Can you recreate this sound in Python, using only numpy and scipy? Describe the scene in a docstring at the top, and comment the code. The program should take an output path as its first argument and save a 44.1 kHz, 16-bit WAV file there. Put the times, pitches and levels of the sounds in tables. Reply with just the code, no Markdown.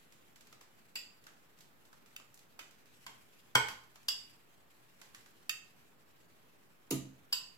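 """Steel tongs clap shut and knock a steel bowl and a frying pan on a glass hob in a small hard kitchen.
Each blow is a chattering noise burst that rings the damped modes of the objects it meets.
Between the blows the tongs tick and scrape as they pick up meat: short coloured chatter, some with a dull knock.
Faint noise swells and fades under the handling and after two of the blows, over a quiet room tone;
sparse decaying echoes make the kitchen."""
import sys
import numpy as np
from scipy import signal
from scipy.fft import rfft, irfft
from scipy.io import wavfile
from scipy.ndimage import uniform_filter1d

SR = 44100
rng = np.random.default_rng(int(sys.argv[2]) if len(sys.argv) > 2 else 0)


def inscribe(sig):
    """Save sig as 16-bit PCM at rate SR to the path in sys.argv[1].

    A 1-D sig is mono; a 2-D sig holds one channel per row.
    Samples are clipped to [-1, 1] before scaling.
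    """
    pcm = np.round(np.clip(np.atleast_2d(sig).T, -1, 1) * 32767)
    wavfile.write(sys.argv[1], SR, pcm.astype(np.int16))


N = 333837


def gain_of(db):
    """Decibels to a factor."""
    return 10 ** (np.asarray(db) / 20)


def evened(x):
    """Scales to rms 1."""
    return x / np.sqrt(np.mean(x ** 2) + 1e-20)


def read(points, hz):
    """Reads a table along a log-frequency axis."""
    f, value = np.transpose(points)
    return np.interp(np.log(hz + 1), np.log(f + 1), value)


def add(mix, s, sound):
    """Mixes a stereo sound in at a time in seconds."""
    part = mix[:, round(s * SR):][:, :sound.shape[1]]
    part += sound[:, :part.shape[1]]


def causal(db):
    """Minimum-phase response of a gain in dB given from zero to half the sample rate."""
    cepstrum = irfft(np.maximum(db, -100) * np.log(10) / 20)
    cepstrum[1:len(db) - 1] *= 2
    cepstrum[len(db):] = 0
    return irfft(np.exp(rfft(cepstrum)))[:len(db)]


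def noise(colour, likeness, patchy_db, flicker_db):
    """Stereo random short-time spectra with drifting patches and a shared flicker, rms 1."""
    frames = N // 256 + 5
    hz = np.fft.rfftfreq(1024, 1 / SR)
    a, b, c, d, patches = rng.standard_normal((frames, 513, 5)).T
    patches = uniform_filter1d(patches, size=12, axis=0)
    patches = evened(uniform_filter1d(patches, size=12, axis=1))
    flicker = evened(uniform_filter1d(rng.standard_normal(frames), size=3))
    same = np.clip(likeness(hz), -1, 1)[:, None]
    left = a + 1j * b
    right = same * left + np.sqrt(1 - same ** 2) * (c + 1j * d)
    level_db = read(colour, hz)[:, None] + patchy_db * patches + flicker_db * flicker
    spectra = np.array([left, right]) * gain_of(level_db)
    return evened(signal.istft(spectra, nperseg=1024, noverlap=768)[1][:, :N])


def room_tone():
    """Room tone and microphone hiss: coloured noise that barely moves, partly alike at both ports."""
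    # Colour of the tone. Each row: frequency in Hz, relative density in dB per Hz.
    tone_colour = [(15, -25), (25, -1), (48, -23.5), (130, -0.5), (175, -5.5), (217, -2.5), (293, -4.5),
                   (335, -5), (439, -6), (560, -8.5), (1480, -11.5), (1650, -12.5), (8360, -34.5),
                   (14800, -16.5), (16000, -25)]
    # Left-right likeness of the tone. Each row: frequency in Hz, likeness from -1 to 1.
    tone_likeness = [(60, 0.38), (240, 0.34), (950, -0.084), (3770, 0.13), (15000, -0.74)]
    level_db, left_db = -66.5, -2  # overall rms, left over right
    tone = noise(tone_colour, lambda hz: read(tone_likeness, hz), patchy_db=.8, flicker_db=.5)
    return gain_of(level_db) * tone * gain_of([[left_db / 2], [-left_db / 2]])


def rustle():
    """Faint uneven noise that swells and fades: some swells under handling, two following blows."""
    # Colour of the noise. 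Each row: frequency in Hz, relative level in dB.
    rustle_colour = [(300, -46), (1000, -19), (2500, -8.5), (6000, -17), (9000, -15), (13000, -18.5),
                     (16000, -32)]
    # Swells of the noise: some under handling, two following the pan hit and a tongs clap.
    # Each row: middle in seconds, half length in seconds, swell above the rest in dB.
    swells = [(0.0, 0.28, 3), (0.835, 0.098, 3.5), (2.095, 0.25, 3.5), (3.097, 0.71, 5), (3.7, 0.15, 14),
              (4.196, 0.19, 9.5), (5.054, 0.45, 4.5), (6.295, .3, 1.5), (7.493, .08, 3.5)]
    t = np.arange(N) / SR
    level_db = np.full(N, -78.0)  # between swells
    for s, half, db in swells:
        level_db += db * np.maximum(1 - abs(t - s) / half, 0)
    return gain_of(level_db) * noise(rustle_colour, np.zeros_like, patchy_db=1.5, flicker_db=2.5)


def tongs_place(s):
    """Left-right dB and left lag in ms at the two ports for where the tongs are at a time."""
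    # Spells with the tongs at the pan, else they are at the bowl. Each row: from and to, in seconds.
    over_pan = [(.45, 1.45), (3.0, 4.7), (6.3, 7.6)]
    at_pan, at_bowl = (-1.6, -.18), (-3.5, .2)
    return at_pan if any(a <= s < b for a, b in over_pan) else at_bowl


def heard(sound, left_db, lag_ms, room_db):
    """Direct sound plus sparse echoes of random sign, differing by port, each band dying at its own speed."""
    # Decay time of the kitchen. Each row: frequency in Hz, time to fall 60 dB in seconds.
    room_t60 = [(100, 0.72), (260, 0.39), (700, 0.46), (1840, 0.42), (4850, 0.4), (8000, 0.36),
                (12800, 0.23)]
    size = 28672
    # one echo at a random spot in every 16 samples
    taps = np.zeros((2, size))
    at = np.arange(0, size - 16, 16) + rng.integers(0, 16, (2, size // 16 - 1))
    np.put_along_axis(taps, at, rng.choice([-1., 1.], at.shape), 1)

    hz, t, z = signal.stft(taps, SR, nperseg=512)
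    like = np.exp(-(hz / 600) ** 2)[:, None]  # long waves reach both ports alike
    z[1] = like * z[0] + np.sqrt(1 - like ** 2) * z[1]
    decay = gain_of(-60 * t / read(room_t60, hz)[:, None])
    tail = signal.istft(z * decay, SR, nperseg=512)[1][:, :size]

    t = np.arange(size) / SR
    # counter and walls answer first and strongest
    tail *= (1 - np.exp(-t / 0.00039)) * (1 + 2.92 * np.exp(-t / 0.0043))
    path = gain_of(room_db) * tail / np.linalg.norm(tail, axis=1, keepdims=True)
    lag = round(lag_ms * SR / 1000)
    path[[0, 1], [max(lag, 0), max(-lag, 0)]] += 1  # the nearer port hears the direct sound first

    # smooth the response of each port over some tens of Hz so the echoes sound evenly coloured
    for port in (0, 1):
        power = uniform_filter1d(abs(rfft(path[port])) ** 2, size=56)
        lumps_db = 10 * np.log10(power[::14])
        path[port] = signal.oaconvolve(path[port], causal(lumps_db.mean() - lumps_db))[:size]
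    balance = gain_of([[left_db / 2], [-left_db / 2]])
    return signal.fftconvolve(sound[None], path, axes=1) * balance


def pressure(length):
    """How hard two things press during a touch of some milliseconds: quick swell, abrupt release."""
    u = np.arange(2048) / SR / np.clip(length, .0005, .03)
    return u ** 0.98 * np.exp(-(1.8 * u) ** 2.32)


def contact(length):
    """Metal chatters on metal: noise that follows the pressure and holds every pitch alike, energy 1."""
    force = rng.standard_normal(2048)
    # shape in time and flatten in pitch by turns, until both nearly hold
    for _ in range(8):
        envelope = np.sqrt(abs(uniform_filter1d(force ** 2, size=24)) + 1e-12)
        spectrum = rfft(force / envelope * pressure(length))
        force = irfft(spectrum / (abs(spectrum) + 1e-12))
    return force


def ring(modes, hardness_db=0):
    """Decaying sines of one struck object, energy 1; each blow lands on the modes a little differently."""
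    hz, width, db = np.transpose(modes)[:, :, None]
    t = np.arange(8192) / SR
    db = db + hardness_db * np.log2(hz / 4000) + rng.standard_normal(hz.shape)
    swing = gain_of(db) * width * np.exp(-np.pi * width * t)  # a wide peak of equal height starts stronger
    sines = np.sin(2 * np.pi * (hz * t + rng.random(hz.shape)))
    out = (swing * sines).sum(0) * np.minimum(t / 0.0006, 1)
    return out / np.linalg.norm(out)


def tick(db, centre_hz, knock_db, left_db, lag_ms, room_db):
    """A light touch: brief chatter spread over octaves around a centre, high ones thinner; some knock dully."""
    # Damped low modes of a dull knock, perhaps of the bowl.
    # Each row: frequency in Hz, width in Hz, relative height of the peak in dB.
    knock_modes = [(1170, 180, 1), (1365, 210, 0), (1570, 300, -4)]
    contact_s = 0.0051
    spread_octaves, narrowing = 3.03, 1  # spread at 4 kHz, octaves lost per octave higher
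    hz = np.linspace(1, SR / 2, 1025)
    octaves = max(spread_octaves - narrowing * np.log2(centre_hz / 4000), .3)
    distance = np.log2(hz / centre_hz) / (octaves / 2)
    colour = causal(-10 * np.log10((1 + distance ** 4) * (hz + 500)))

    force = contact(contact_s)
    chatter = signal.fftconvolve(force, colour)
    knock = signal.fftconvolve(force, ring(knock_modes)[:len(colour)])
    sound = gain_of(db) * chatter / abs(chatter).max() + gain_of(knock_db) * knock / abs(knock).max()
    return heard(sound, left_db, lag_ms, room_db)


def blow(tongs_db, pan_db, bowl_db, hob_db, click_db, length, hardness_db, *place_and_room):
    """One chattering contact rings the tongs and whatever they meet, each object a bank of damped modes."""
    # Modes of each object. Each row: frequency in Hz, width in Hz, relative height of the peak in dB.
    tongs_modes = [(2650, 90, -13), (2860, 80, -6), (3310, 70, -12), (3750, 120, -17), (4290, 90, -16),
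                   (4745, 55, 2), (5110, 75, -5), (5400, 140, -18), (6300, 160, -17), (6770, 100, -18),
                   (7400, 130, -12), (7810, 110, -13), (9850, 110, -17), (10700, 100, -21),
                   (11400, 140, -17), (11920, 110, -17), (12600, 150, -18), (13900, 180, -23),
                   (15350, 200, -20)]
    pan_modes = [(65, 25, -12), (124, 14, -1), (432, 28, -7), (540, 50, -14), (660, 60, -17),
                 (820, 80, -14), (910, 60, -8), (1035, 60, 0), (1240, 120, -11), (1430, 80, -3),
                 (1530, 90, -2), (1800, 200, -13), (2200, 70, -4), (2450, 200, -14), (2870, 90, -15),
                 (3080, 60, -7), (3175, 60, -5), (3345, 60, -6), (3810, 150, -16), (4550, 200, -17),
                 (5150, 200, -16), (5600, 300, -20), (6400, 400, -22), (7420, 200, -21), (8080, 130, -9),
                 (10600, 500, -26)]
    bowl_modes = [(1240, 80, -14), (1400, 80, -17), (1870, 60, -9), (2300, 70, -13), (2640, 120, 0),
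                  (3050, 140, -7), (3580, 70, -12), (3790, 90, -11), (6200, 130, -13), (6780, 80, -15),
                  (7340, 110, -9)]
    hob_modes = [(82, 15, -20), (135, 10, -6), (199, 12, -5), (266, 14, -1), (317, 11, -3), (386, 14, -9),
                 (431, 18, -14), (506, 30, -19), (660, 40, -23), (950, 60, -25), (1230, 50, -26),
                 (1900, 500, -26), (2840, 300, -25), (3650, 400, -25), (6200, 300, -24), (7150, 450, -21),
                 (10400, 500, -22), (11500, 700, -22)]
    hz = np.linspace(0, SR / 2, 2049)
    click = causal(hardness_db * np.log2((hz + 300) / 4000) - 40 * np.exp(-hz / 500))

    body = gain_of(tongs_db) * ring(tongs_modes, hardness_db)
    body += gain_of(pan_db) * ring(pan_modes)
    body += gain_of(bowl_db) * ring(bowl_modes)
    # the heavy top takes 12 ms to swing fully
    yielding = .4 + .6 * np.minimum(np.arange(len(body)) / SR / .012, 1)
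    body += gain_of(hob_db) * ring(hob_modes) * yielding
    body[:len(click)] += gain_of(click_db) * click / np.linalg.norm(click)

    span = np.sqrt(.01 * SR)  # levels are rms values over 10 ms
    return heard(span * signal.fftconvolve(body, contact(length)), *place_and_room)


def scene():
    """Rustle, blows and ticks, each touch heard from where the tongs are."""
    # Blows of the tongs. Each row: start in seconds, levels in dB of tongs, pan, bowl, hob and bare click,
    # contact time in seconds, hardness (treble tilt of tongs and click) in dB per octave, room echo in dB.
    blows = [(0.9543, -48.5, -69, -55, -90, -55.5, 0.0062, -1.5, 6.5),
             (2.1624, -63.5, -99, -52.5, -97, -56, 0.0041, 0.5, -3),
             (2.59, -70, -99, -61, -72, -57.5, 0.0052, -5.5, 7),
             (3.064, -66, -58, -99, -66.5, -56, 0.0046, -6, 5),
             (3.55, -51, -25.5, -99, -44, -35.5, .012, -4.5, 1.5),
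             (3.683, -63, -66, -99, -64.5, -50, 0.0071, -6, 5),
             (4.0821, -36.5, -56, -99, -76, -48, 0.0073, -2.5, 4.5),
             (5.4935, -43.5, -99, -39, -91, -41, 0.0038, -0.5, -2),
             (6.906, -64.5, -73, -99, -32.5, -42, 0.0095, 0.5, 5.5),
             (6.918, -89.5, -90, -99, -38.5, -62, 0.011, -5, 8.5),
             (7.324, -35.5, -56.5, -99, -68, -45.5, 0.0091, -2, 3.5)]
    # Small ticks. Each row: start in seconds, peak level in dB, centre in Hz, dull knock in dB, room echo in dB.
    ticks = [(0.121, -60.5, 4300, -99, 11.5), (0.3575, -57, 4640, -99, 10), (0.407, -56.5, 4670, -99, 8.5),
             (0.469, -59.5, 4420, -99, 6), (0.5253, -53.5, 3200, -59.5, 6),
             (0.6092, -58.5, 3400, -74, 13.5), (1.238, -64, 5810, -99, 12),
             (1.2655, -53.5, 2900, -61, 10.5), (1.5862, -64.5, 5950, -99, 11),
             (1.605, -59.5, 6040, -99, 10.5), (1.851, -65, 6450, -99, 11.5), (1.9282, -56.5, 3000, -61, 4),
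             (2.0582, -64.5, 4500, -99, 11), (2.1975, -53, 2620, -61, 1), (2.341, -55, 9900, -99, 5),
             (2.374, -56, 6330, -99, 2), (2.39, -59.5, 5930, -99, 8.5), (2.708, -60, 4200, -99, 9),
             (2.8566, -61, 4440, -99, -7), (3.837, -60, 3560, -99, 1.5), (3.9561, -50.5, 3280, -67, 2.5),
             (4.03, -63, 5450, -99, 2), (5.0137, -51.5, 3410, -67.5, 12), (5.146, -46.5, 4230, -57.5, 3.5),
             (5.207, -61, 3010, -99, 4), (5.259, -57, 3700, -63, 8)]
    mix = rustle()
    for s, *row, room_db in blows:
        add(mix, s, blow(*row, *tongs_place(s), room_db))
    for s, *row, room_db in ticks:
        add(mix, s, tick(*row, *tongs_place(s), room_db))
    return mix


def record(dry):
    """Microphone colour, its noise floor, the band limit and a steady bias of the converter."""
    # Colour of the microphone. Each row: frequency in Hz, gain in dB.
    mic_colour = [(60, -2.5), (1000, 6.5), (4000, 5.5), (7800, 7.5), (8600, 1.5), (10200, 3.5),
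                  (12000, 8.5), (16000, 0)]
    edge_hz, bias = 16150, -.0004
    colour = causal(read(mic_colour, np.linspace(0, SR / 2, 1025)))
    wet = signal.oaconvolve(dry, colour[None])[:, :N] + room_tone()
    band_limit = signal.firwin(511, edge_hz, window=("kaiser", 9), fs=SR)
    return bias + signal.oaconvolve(wet, band_limit[None], "same")


dry = scene()
out = record(dry)
inscribe(out)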